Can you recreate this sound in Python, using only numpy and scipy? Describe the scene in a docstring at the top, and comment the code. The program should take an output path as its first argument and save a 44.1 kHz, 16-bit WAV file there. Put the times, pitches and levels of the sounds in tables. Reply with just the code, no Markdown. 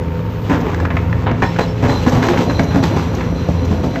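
"""On an open work site, a heavy excavator drags its ripper tooth through rock.
The diesel engine, its fan and the hydraulic pump drone under load, and oil hisses through a valve.
Rubble grinds and tumbles along the tooth, and the steel squeaks on the stone and rings when struck.
Blocks knock together, stones snap, and slabs break and crumble, with short echoes off the ground."""
import sys
import numpy as np
from scipy import signal
from scipy.fft import rfft, irfft
from scipy.io import wavfile
from scipy.ndimage import uniform_filter1d

SR = 44100
rng = np.random.default_rng(int(sys.argv[2]) if len(sys.argv) > 2 else 0)


def to_wav(sig):
    """Store sig (one row per channel, or 1-D mono) as 16-bit WAV at the path in sys.argv[1].

    Samples outside -1..1 are clipped; the rate is SR.
    """
    pcm = np.clip(np.atleast_2d(sig), -1, 1) * 32767
    pcm = np.round(pcm).astype(np.int16)
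    wavfile.write(sys.argv[1], SR, pcm.T)  # frames by channels


N = 176400
T = np.arange(N) / SR

# Tone colours of deep thuds, cracking rock and fine grit: pitch_hz, level_db
THUD_COLOUR = [(25, -55), (50, -4), (100, 1.5), (195, 3.5), (260, 1.5), (340, -3), (500, -7), (700, -5),
               (1500, -69)]
CRACK_COLOUR = [(40, -30), (200, 5.5), (450, 4), (620, 1.5), (960, 0.5), (1250, -4.5), (1750, -5.5),
                (2500, -9.5), (4000, -22), (8000, -63)]
GRIT_COLOUR = [(100, -76.5), (1200, 5.5), (2500, 8), (4000, 2), (5200, -3.5), (6400, -6), (8000, -13.5),
               (9500, -41), (16000, -52)]


def undb(db):
    """Turn decibels into a number to multiply a sound by."""
    return 10 ** (np.asarray(db) / 20)


def unit(x):
    """Scale a signal so that its average strength (rms) is 1."""
    return x / np.sqrt(np.mean(x ** 2))


def curve(table, column=1):
    """Join the points in one column of a table with straight lines over time."""
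    rows = np.array(table)
    return np.interp(T, rows[:, 0], rows[:, column])


def wander(rate_hz):
    """A smooth random wobble of strength 1, moving at up to about rate_hz."""
    hz = np.arange(N // 2 + 1) * SR / N
    spectrum = rfft(rng.standard_normal(N)) * (hz > 0)
    return unit(irfft(spectrum / (1 + (hz / rate_hz) ** 4), N))


def colour(x, points):
    """Filter a sound through (pitch_hz, level_db) points, then scale it to strength 1."""
    hz, db = np.array(points).T
    bin_hz = np.maximum(np.arange(N // 2 + 1) * SR / N, 1)
    gain = undb(np.interp(np.log(bin_hz), np.log(hz), db))
    cepstrum = irfft(np.log(gain), N)
    # Folding it this way makes the filter ring after each click, never before.
    cepstrum[1:N // 2] *= 2
    cepstrum[N // 2 + 1:] = 0
    return unit(irfft(rfft(x) * np.exp(rfft(cepstrum)), N))


def burst(start, hold, rise, fall):
    """A loudness shape that rises quickly, holds, then dies away; all times in seconds."""
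    age = T - start
    return np.clip(age / rise + .5, 0, 1) * np.exp(-np.maximum(age - hold, 0) / fall)


def steady(x, span_s):
    """Even out the slow swells of a random sound."""
    return x / np.sqrt(uniform_filter1d(x * x, int(span_s * SR) + 1) + 1e-4)


def engine():
    """Engine, pump and fan hum together, and the casing's noise throbs with each firing."""
    # How often the engine fires: time_s, rate_hz
    firing = [(.4, 83.1), (.8, 84.46), (2.2, 85.3), (4, 84.13)]
    # Engine and pump tones: multiple_of_firing_rate, level_db
    tones = [(1, -24), (2, -26.5), (3, -34.5), (5, -37.5), (6, -36), (11, -41)]
    # Boost or cut of the exhaust's lowest tone: time_s, change_db
    exhaust = [(0, 0.5), (.65, -21), (.85, 10.5), (1.35, -6.5), (1.55, -5), (1.9, -4), (2.7, 0),
               (3.2, -7.5), (3.7, 4.5), (4, -2.5)]
    # Loudness of the fan's hum: time_s, level_db
    fan_level = [(0, -30.5), (.45, -21.5), (.9, -27), (1.3, -17), (1.55, -31.5), (1.85, -21.5), (3, -26),
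                 (4, -31)]
    # Tone colour of the casing and exhaust noise: pitch_hz, level_db
    casing_colour = [(20, -37.5), (35, -28.5), (60, -1.5), (130, -2.5), (220, -8.5), (350, -13),
                     (500, -10.5), (700, -25), (900, -19), (2500, -33), (4500, -52.5), (8000, -104.5)]
    phase = 2 * np.pi * np.cumsum(curve(firing) * (1 + .004 * wander(8))) / SR

    def tone(multiple, rough):
        """A slightly wavering tone that follows the engine's speed."""
        wave = np.sin(multiple * phase + rough * wander(25) + 2 * np.pi * rng.random())
        return wave * undb(2.2 * wander(6))

    hum = sum(tone(k, rough=.32) * undb(db + (curve(exhaust) if k == 1 else 0)) for k, db in tones)
    fan = tone(1.285, rough=.6) * undb(curve(fan_level))
    drone = tone(.71, rough=.45) * undb(-31.5)
    gear_whine = tone(11, rough=.13) * undb(-61)
    casing = colour(rng.standard_normal(N) * (1 + .5 * np.cos(phase)), casing_colour)
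    return np.sqrt(2) * (hum + fan + drone + gear_whine) + casing * undb(-24.5 + 1.07 * wander(16))


def valve():
    """Oil hisses through the control valve, sinking in pitch, and whistles until the tooth lands."""
    # The hiss while the arm comes down: time_s, level_db, pitch_hz
    oil_hiss = [(0, -63, 14000), (.45, -55.5, 13800), (.65, -59, 13950), (1.15, -62, 13040),
                (1.4, -70, 12800)]
    phase = 2 * np.pi * np.cumsum(curve(oil_hiss, column=2)) / SR
    hiss = wander(800) * np.sqrt(2) * np.sin(phase)  # the fast wobble smears a tone into noise
    whistle = np.sin(2 * np.pi * 10853 * T) * burst(0, hold=.46, rise=.004, fall=.026)
    return hiss * undb(curve(oil_hiss)) + undb(-66) * whistle


def squeaking():
    """Steel sticks and slips on the stone: raspy, stuttering squeaks over a thin singing, and the tooth rings
    high after two blows."""
    # Squeaks of the steel; the 5360 Hz rows at 1.445 s and 1.676 s are the tooth ringing high after blows:
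    # start_s, length_s, level_db, pitch_hz
    squeaks = [(1.445, .06, -40, 5360), (1.607, 0.03, -33, 4058), (1.676, .04, -43, 5360),
               (1.88, 0.1, -29, 4058), (2.222, .08, -37, 4058), (2.48, 0.115, -33.5, 4058),
               (2.678, .05, -36, 4058), (2.81, 0.11, -43, 4058), (3.357, 0.1, -38, 4058),
               (3.55, 0.1, -41, 4058), (3.91, .035, -38, 4058)]
    # Tones that the sliding tooth sings: pitch_hz, width_hz, level_db
    steel_tones = [(4055, 70, 0), (5848, 55, -1), (11542, 12, -13)]
    # Overall loudness of that singing: time_s, level_db
    singing_level = [(1.2, -78), (1.35, -61), (1.8, -54), (1.95, -46), (2.9, -44.5), (3.15, -51)]
    rasp_hz, stutter_hz = 190, 60

    def rasp(hz, width_hz):
        """A tone roughened by fast wobbles in pitch and strength."""
        phase = 2 * np.pi * np.cumsum(hz + width_hz / 2 * wander(rasp_hz)) / SR
        return np.sin(phase) + .55 * wander(rasp_hz) * np.cos(phase)

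    squeal = sum(undb(db) * burst(start, length, rise=.0037, fall=.017) * rasp(hz, width_hz=50)
                 for start, length, db, hz in squeaks)
    stutter = (1 + np.tanh(2 * wander(stutter_hz) + 1)) / 2
    singing = sum(undb(db + 4.3 * np.tanh(wander(stutter_hz))) * rasp(hz, width_hz)
                  for hz, width_hz, db in steel_tones)
    return squeal * stutter + singing * undb(curve(singing_level))


def contacts(per_second, spread_db):
    """Random clicks of stone touching stone, some harder than others."""
    chance, size, sign = rng.random(N), rng.standard_normal(N), rng.choice([-1, 1], N)
    return (chance < per_second / SR) * sign * undb(spread_db * np.minimum(size, 2))


def grit(clicks):
    """Turn clicks into fine grit with a faint, very high hiss."""
    # Tone colour of the very high hiss: pitch_hz, level_db
    high_hiss_colour = [(9000, -45), (10700, -20), (11500, -5), (12700, 0), (14200, -3), (15500, -22)]
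    return colour(clicks, GRIT_COLOUR) + undb(-25.5) * colour(clicks, high_hiss_colour)


def loose_stones(count):
    """Loose stones clack together, each ringing briefly at its own pitch."""
    low_hz, high_hz, fade_cycles, db_per_octave = 333.6, 2890, 7.9, -6
    out, age = np.zeros(N + 4096), T[:4096]
    for k, (delay, height, force, flip) in enumerate(rng.random((count, 4))):
        hz = low_hz * (high_hz / low_hz) ** height
        db = db_per_octave * np.log2(hz / low_hz) + 12 * force ** 2
        ring = np.exp(-age * hz / fade_cycles) * np.sin(2 * np.pi * hz * age)
        first = int((k + delay) / count * N)
        out[first:first + len(age)] += undb(db) * ring * np.sign(flip - .5)
    return unit(out[:N])


def dragging():
    """The tooth moves in jerks: stones grind and clack, blocks tumble and grit slides."""
    # Loudness of the rubble along the tooth: time_s, grinding_db, tumbling_db
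    rubble_level = [(.47, -38, -33.5), (.56, -24.5, -21), (.75, -30, -23), (1.2, -32.5, -34),
                    (1.3, -22, -19.5), (1.5, -41, -39), (1.79, -37, -30), (1.92, -22, -23),
                    (1.98, -33, -32), (2.06, -36, -36), (2.11, -24, -20), (2.25, -21, -19),
                    (2.55, -28.5, -22), (2.9, -23.5, -20), (3.08, -28.5, -23.5), (3.6, -31, -26.5),
                    (4, -32.5, -20)]
    # Loudness of the sliding grit: time_s, level_db
    grit_level = [(0, -44), (1.2, -42), (1.55, -39.5), (1.78, -39), (2.3, -38.5), (4, -38)]
    jerk = wander(6.8)
    clicks = contacts(1300, spread_db=7)
    grind = undb(-1) * colour(clicks, CRACK_COLOUR) + undb(-4) * loose_stones(count=520)
    grind *= undb(curve(rubble_level) + 3.13 * jerk)
    tumble = colour(clicks + contacts(220, spread_db=7), THUD_COLOUR)
    tumble *= undb(curve(rubble_level, column=2) + 3.25 * wander(27))
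    slide = grit(clicks + contacts(6000, spread_db=2)) * undb(curve(grit_level) + 2.5 * jerk)
    return grind + tumble + slide


def knocking():
    """Heavy blocks drop against each other and ring briefly with two low tones."""
    # Knocks of the blocks: start_s, level_db, pitch_hz, fade_s
    knocks = [(0.509, -6, 281, 0.048), (1.425, 2.5, 189.6, 0.012), (1.608, -3, 186.3, 0.03),
              (1.848, -0.5, 226, 0.021), (1.885, -5.5, 266, 0.043), (2.071, 2, 236.7, 0.011),
              (2.123, -14, 131, 0.014), (2.18, 1, 195, 0.019), (2.593, -9.5, 271, 0.014),
              (2.755, -1, 271.5, 0.034), (3.487, -2.5, 186.5, 0.029), (3.709, -10.5, 201, 0.033)]
    out = 0
    for start, db, hz, fall in knocks:
        phase = 2 * np.pi * hz * np.maximum(T - start, 0)
        lower = np.sin(phase + .5 * wander(35))
        upper = undb(-10.5) * np.sin(2.1 * phase + wander(160))
        out += undb(db - 7) * burst(start, hold=.002, rise=.002, fall=fall) * (lower + upper)
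    return out


def clanking():
    """Hard blows make the steel ripper ring, each with a slightly different mix of its tones."""
    # Blows on the tooth: start_s, level_db
    blows = [(.507, -32), (1.423, -16), (1.595, -28), (2.285, -27), (2.838, -27)]
    # The ripper's natural tones: pitch_hz, level_db, ring_s (time to fade by 60 dB)
    ripper_tones = [(632, -12, .3), (768, -3, .22), (942, -8, .25), (1491, -10, .2), (1830, -3.5, .25),
                    (2433, -10, .25), (3402, -18, .3), (4075, -21, .4)]
    out, rise_s = np.zeros(N), .001
    for start, db in blows:
        first = int(start * SR)
        age = T[:N - first]
        attack = np.minimum(age / rise_s, 1)
        for hz, tone_db, ring_s in ripper_tones:
            gain = undb(db + tone_db + rng.standard_normal())
            fade = np.exp(-np.log(1000) * age / ring_s)
            out[first:] += gain * attack * fade * np.sin(2 * np.pi * (hz * age + rng.random()))
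    return out


def snapping():
    """Single stones snap under the tooth with short dry cracks, and bright splinters spray."""
    # Stones snapping: start_s, level_db, treble_share_db, fade_s
    snaps = [(0.745, -10, -8, 0.0025), (0.801, -11, -12, .005), (0.852, -6, -18, 0.0036),
             (0.903, -12, -24, .014), (0.968, -4.5, -27, 0.005), (1.127, -10, -26, 0.0032),
             (1.313, -13, -14, 0.005), (1.422, -8, -12.5, 0.004), (1.562, -12, -22, 0.0047),
             (1.896, -9, -16, .004), (2.229, -8, -18, .004), (2.285, -4, -9, 0.004), (2.374, -7, -14, .003),
             (2.497, -9, -12, 0.004), (2.594, -1.5, -12.5, 0.0031), (2.838, -6, -4, 0.0035),
             (3.208, -13, -22, .008), (3.958, -10, -18, .004)]
    # Sprays of splinters: start_s, level_db
    sprays = [(0.605, -33.5), (2.089, -24), (2.264, -26.5), (2.6344, -29.5), (3.147, -31.5), (3.649, -34.5)]
    # Tone colour of a snap: pitch_hz, level_db
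    snap_colour = [(100, -20), (600, -5), (1000, -3), (1800, 2), (2300, -5), (3200, -16), (10000, -58)]
    # Two treble bands for the bright spray, with a filtered gap near 9.5 kHz: pitch_hz, level_db
    treble_bands = [(2500, -15), (5000, 3), (6500, 7), (7800, -10.5), (9500, -49), (12500, -2),
                    (15000, -21.5)]
    out, noise = 0, rng.standard_normal(N)
    body = steady(colour(noise, snap_colour), span_s=.0091)
    treble = colour(noise, GRIT_COLOUR)
    for start, db, treble_db, fall in snaps:
        loudness = undb(db - 8) * burst(start, hold=.002, rise=.0008, fall=fall)
        out += loudness * (body + undb(treble_db) * treble)
    spray = sum(undb(db - 6) * burst(start, hold=.0058, rise=.0036, fall=.0048) for start, db in sprays)
    return out + spray * colour(contacts(1000, spread_db=3.5), treble_bands)


def breaking():
    """Each slab gives way in a rush of cracks, with a low thud and a bright spray of chips."""
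    # Slabs breaking: start_s, crack_db, thud_db, chips_db, length_s (the level holds for half of it)
    slabs = [(0.495, -11.5, -11.5, -35, 0.1), (1.264, -13, -22, -63, 0.036), (1.419, -9, -13.5, -33, 0.036),
             (1.587, -5.5, -18.5, -28, 0.01), (1.826, -11.5, -7.5, -33.5, 0.06),
             (1.884, -15.5, -22, -34, 0.12), (2.064, -8, -12, -28.5, 0.028),
             (2.121, -14, -9.5, -33.5, 0.11), (2.225, -15.5, -24, -30.5, 0.026),
             (2.285, -14, -24, -31.5, 0.013), (2.377, -14.5, -12.5, -31, 0.085),
             (2.502, -17, -15.5, -37, 0.02), (2.588, -25.5, -4.5, -38, 0.012),
             (2.745, -13, -6.5, -33.5, 0.029), (2.828, -11.5, -12, -28, 0.03),
             (2.963, -13.5, -9, -32.5, 0.026), (3.486, -22.5, -11, -39, 0.01),
             (3.71, -23, -10.5, -42, 0.033), (3.834, -18, -12.5, -36, 0.019)]
    clicks = contacts(1100, spread_db=1)
    crack_gain = thud_gain = chips_gain = 0
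    for start, crack_db, thud_db, chips_db, length in slabs:
        crack_gain += undb(crack_db - 4) * burst(start, hold=length / 2, rise=.004, fall=.026)
        thud_gain += undb(thud_db - 3) * burst(start, hold=length / 2, rise=.004, fall=.023)
        chips_gain += undb(chips_db + 3) * burst(start, hold=length / 2, rise=.004, fall=.045)
    crack = steady(colour(clicks, CRACK_COLOUR), span_s=.037)
    thud = steady(colour(clicks, THUD_COLOUR), span_s=.045)
    chips = steady(grit(clicks), span_s=.021)
    return crack_gain * crack + thud_gain * thud + chips_gain * chips


def ground_echoes(sound):
    """The broken ground scatters a sound into many short, fading echoes."""
    delay_s, fade_s = .004, .051
    echoes = rng.standard_normal(N) * np.exp(-T / fade_s) * (T > delay_s)
    return signal.fftconvolve(sound, echoes / np.linalg.norm(echoes))[:N]


def scene():
    """Mix the machine, the squeaks, the rock and its echoes into one channel."""
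    rock = breaking() + snapping() + dragging() + knocking() + clanking()
    echoes = undb(-8) * ground_echoes(rock)
    return (engine() + valve() + squeaking() + rock + echoes)[None]


def record(dry):
    """The microphone rounds off the loudest peaks and cuts the highest treble."""
    ceiling, top_hz = .85, 14900
    rounded = dry / (1 + (dry / ceiling) ** 8) ** (1 / 8)
    return signal.sosfilt(signal.ellip(8, .2, 70, top_hz, fs=SR, output="sos"), rounded)


dry = scene()
out = record(dry)
to_wav(out)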